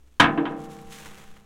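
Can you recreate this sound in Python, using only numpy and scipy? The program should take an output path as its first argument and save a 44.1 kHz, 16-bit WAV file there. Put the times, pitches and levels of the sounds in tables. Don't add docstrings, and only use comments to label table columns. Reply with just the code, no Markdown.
import sys
import numpy as np
from scipy import signal
from scipy.fft import rfft, irfft
from scipy.io import wavfile

SR = 44100
rng = np.random.default_rng(int(sys.argv[2]) if len(sys.argv) > 2 else 0)


def transcribe(u):
    v = np.clip(np.atleast_2d(u).T, -1, 1)
    q = np.round(v * 32767).astype(np.int16)
    wavfile.write(sys.argv[1], SR, q)


N = 63945
BINS_HZ = np.fft.rfftfreq(N, 1 / SR)
TOP_HZ = 15900


def undb(db):
    return 10 ** (np.asarray(db) / 20)


def unit(x):
    return x / np.sqrt(np.mean(x ** 2))


def on_log(hz, table, column=1):
    rows = np.array(table, float)
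    return np.interp(np.log(np.maximum(hz, 1)), np.log(rows[:, 0]), rows[:, column])


def colour(x, spectrum):
    return unit(irfft(rfft(x) * undb(on_log(BINS_HZ, spectrum)), N))


def fade(age_s, t60_s):
    return (age_s > 0) * np.exp(-np.log(1000) * np.maximum(age_s, 0) / t60_s)


def rise(age_s, tau_s):
    return 1 - np.exp(-np.maximum(age_s, 0) / tau_s)


# (frequency [Hz], relative density [dB])
AIR_SPECTRUM = [(20, -9.5), (40, -1), (62, 6.5), (85, -7.5), (145, -13), (260, -13), (600, -22),
                (2000, -35.5), (8000, -45), (16000, -57.5)]
# (frequency [Hz], relative density [dB])
WIND_SPECTRUM = [(2, -7.5), (6, -5), (14, -26), (30, -44), (100, -70)]
AIR_RMS_DB, WIND_RMS_DB = -59, -48.5


def woodland():
    air = undb(AIR_RMS_DB) * colour(rng.standard_normal(N), AIR_SPECTRUM)
    wind = undb(WIND_RMS_DB) * colour(rng.standard_normal(N), WIND_SPECTRUM)
    return air + wind


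def contact(hz, thud_db, edge_hz, thud_hz=420, thud_octaves=0.6):
    thud = np.exp(-.5 * (np.log2(hz / thud_hz) / thud_octaves) ** 2)
    return undb(thud_db * thud) / np.sqrt(1 + (hz / edge_hz) ** 8)


# (time [s], level [dB], low-mode boost [dB], floor boom [dB], contact edge [Hz])
STONE_BLOWS = [(0.1978, -2.5, 5, -40, 16000), (0.2, 1, -1, -36, 12100), (0.2065, -35.5, 23, -21.5, 14800),
               (0.2415, -7.5, -12.5, -36, 3440), (0.3756, -19.5, 19.5, -9.5, 2950),
               (0.4549, -19.5, 13.5, -34, 3480), (0.519, -32, 12, -28.5, 1960)]


def ring(t, hz, t60_s, build_s=0.00023):
    coarse_t = t[::8]
    energy = 0
    for start_s, db, thud_db, _, edge_hz in STONE_BLOWS:
        age_s = coarse_t - start_s
        force = undb(db) * contact(hz, thud_db, edge_hz)
        energy += (force * rise(age_s, build_s) * fade(age_s, t60_s)) ** 2
    return np.interp(t, coarse_t, np.sqrt(energy))


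def swing(t, hz, delay_at_1khz_s=.0065):
    hardest_s = STONE_BLOWS[1][0]
    delay_s = delay_at_1khz_s * np.sqrt(1e3 / hz)
    return np.sin(2 * np.pi * hz * (t - hardest_s - delay_s))


BUCKET_MODES_HZ = [42, 104, 145, 155, 178, 207.5, 240, 289, 327, 459, 495, 576, 671, 705, 784.7, 868, 918,
                   966, 985, 1018, 1127, 1256, 1330, 1464, 1539, 1651, 1750, 1844, 2258, 2514, 2741, 3086,
                   3725]
# (level [dB], t60 [s])
BUCKET_RING = [(-33.5, .13), (-35.5, 0.067), (-42, 3.3), (-35.5, 1.85), (-42, 2.85), (-41, 3.94),
               (-28, 1.05), (-25, 0.84), (-31, 1.23), (-36.5, 1.94), (-43.5, 1.67), (-38.5, 0.47),
               (-32, 0.85), (-26, 0.34), (-33, 2.08), (-24, 0.24), (-20.5, 0.2), (-17, 0.079),
               (-14.5, 0.24), (-22.5, .45), (-26.5, 0.17), (-16.5, 0.29), (-24.5, 0.24), (-24, 0.2),
               (-17.5, .24), (-14.5, 0.19), (-40, 1), (-21.5, 0.15), (-25.5, 0.22), (-25.5, 0.096),
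               (-43, 0.19), (-14.5, 0.077), (-26, .14)]


def bucket_modes(t, gain_db=-1.5):
    return sum(undb(gain_db + db) * ring(t, hz, t60_s) * swing(t, hz)
               for hz, (db, t60_s) in zip(BUCKET_MODES_HZ, BUCKET_RING))


# (frequency [Hz], relative density [dB], t60 [s])
WEAK_MODES = [(30, -4.5, 0.21), (75, -8.5, .2), (204.3, -4, 0.72), (490, -15, 0.73), (1000, 1.5, 0.21),
              (1760, -4, 0.25), (3754, -8, 0.14), (4440, -18.5, 0.13), (8580, -26, 0.12),
              (11000, -34.5, .1), (15100, -33.5, .07)]
# (frequency [Hz], level [dB])
PLATE_TAIL = [(100, -27.5), (500, -20), (1000, -27), (2000, -32.5), (4000, -43.5), (8000, -39)]
TAIL_T60_S, MODE_SPACING_HZ, BLUR_BELOW_HZ = 2.12, 17, 660


def plate_clang(t, gain_db=-12.5):
    noise_spectrum = rfft(rng.standard_normal(N))
    modes_per_bin = SR / N / MODE_SPACING_HZ
    mode_count = np.floor(np.cumsum(rng.gamma(.25, 4, len(BINS_HZ))) * modes_per_bin)
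    is_mode = np.diff(mode_count, prepend=0) > 0
    lines = np.where(BINS_HZ > BLUR_BELOW_HZ, is_mode / np.sqrt(modes_per_bin), 1)
    spectrum = rfft(colour(irfft(noise_spectrum * lines, N), WEAK_MODES))
    edges_hz = np.geomspace(20, 17000, 44)
    out = np.zeros(N)
    for low_hz, high_hz in zip(edges_hz[:-1], edges_hz[1:]):
        hz = np.sqrt(low_hz * high_hz)
        clang = ring(t, hz, on_log(hz, WEAK_MODES, column=2))
        tail = undb(on_log(hz, PLATE_TAIL)) * ring(t, hz, TAIL_T60_S)
        band = irfft(spectrum * ((BINS_HZ >= low_hz) & (BINS_HZ < high_hz)), N)
        out += undb(gain_db) * np.hypot(clang, tail) * band
    return out


# (frequency [Hz], level [dB])
FLOOR_MODES = [(289, 0), (327, -2)]


def floor_boom(t, build_s=0.025, t60_s=0.19):
    energy = sum((undb(boom_db) * rise(t - start_s, build_s) * fade(t - start_s, t60_s)) ** 2
                 for start_s, _, _, boom_db, _ in STONE_BLOWS)
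    return np.sqrt(energy) * sum(undb(db) * swing(t, hz) for hz, db in FLOOR_MODES)


# (time [s], level [dB])
RUSTLE_LEVEL = [(0, -73), (.3, -70.5), (.555, -68.5), (.6, -56.5), (.65, -56.5), (.68, -63.5), (.715, -52),
                (.78, -59.5), (.89, -58.5), (.925, -42), (.975, -46), (1.07, -47.5), (1.15, -51),
                (1.2, -49.5), (1.3, -56), (1.37, -58), (1.45, -64)]
# (frequency [Hz], relative density [dB])
SWISH_SPECTRUM = [(200, -1.5), (600, -17), (1100, 0.5), (3400, 0.5), (4800, -5.5), (6500, -1.5),
                  (10000, -7.5), (16000, -15.5)]
# (frequency [Hz], relative density [dB])
SCUFF_SPECTRUM = [(80, 2.5), (200, -2), (400, -1.5), (700, -6), (1500, -3), (3300, -8.5), (4800, -16.5),
                  (6500, -12.5), (10000, -19), (16000, -24)]
SLIPS_PER_S, SLIP_SPREAD_DB, SLIP_POWER_SHARE = 2200, 3, 0.55
SCUFF_FROM_S, CROSSFADE_S = 1, 0.073


def rustle(t):
    slips = (rng.random(N) < SLIPS_PER_S / SR) * rng.standard_normal(N)
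    slips *= undb(SLIP_SPREAD_DB * np.minimum(rng.exponential(size=N), 4))
    smooth = rng.standard_normal(N)
    rub = np.sqrt(SLIP_POWER_SHARE) * unit(slips) + np.sqrt(1 - SLIP_POWER_SHARE) * smooth
    flutter_db = colour(rng.standard_normal(N), [(20, 13), (70, -7.5), (250, -29), (900, -97.5)])
    level_db = np.interp(t, *np.array(RUSTLE_LEVEL).T) + flutter_db
    dull = .5 + .5 * np.tanh((t - SCUFF_FROM_S) / CROSSFADE_S)
    swish = (1 - dull) * colour(rub, SWISH_SPECTRUM)
    scuff = dull * colour(rub, SCUFF_SPECTRUM)
    return undb(level_db) * (swish + scuff)


# (time [s], peak [dB], centre [Hz])
TWIG_SNAPS = [(.718, -45, 7260), (.789, -42, 1870), (.815, -47.5, 6880), (0.884, -46, 1500),
              (.950, -41, 3232), (1.059, -35, 1810), (1.116, -49, 1516), (1.3665, -44, 1200)]


def snaps(t, t60_s=0.03):
    out = np.zeros(N)
    for start_s, peak_db, hz in TWIG_SNAPS:
        burst = rng.standard_normal(N) * fade(t - start_s, t60_s)
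        bandpass = signal.butter(2, [hz / 2, min(hz * 2, TOP_HZ)], "band", fs=SR, output="sos")
        crack = signal.sosfilt(bandpass, burst + 1e-18)
        out += undb(peak_db) * crack / np.abs(crack).max()
    return out


def scene():
    t = np.arange(N) / SR
    bucket = bucket_modes(t) + plate_clang(t) + floor_boom(t)
    return (bucket + rustle(t) + snaps(t) + woodland())[None]


def record(dry):
    ceiling = .69
    rounded = dry / (1 + (dry / ceiling) ** 6) ** (1 / 6)
    lowpass = signal.ellip(8, .2, 70, TOP_HZ, fs=SR, output="sos")
    return signal.sosfilt(lowpass, rounded)


dry = scene()
out = record(dry)
transcribe(out)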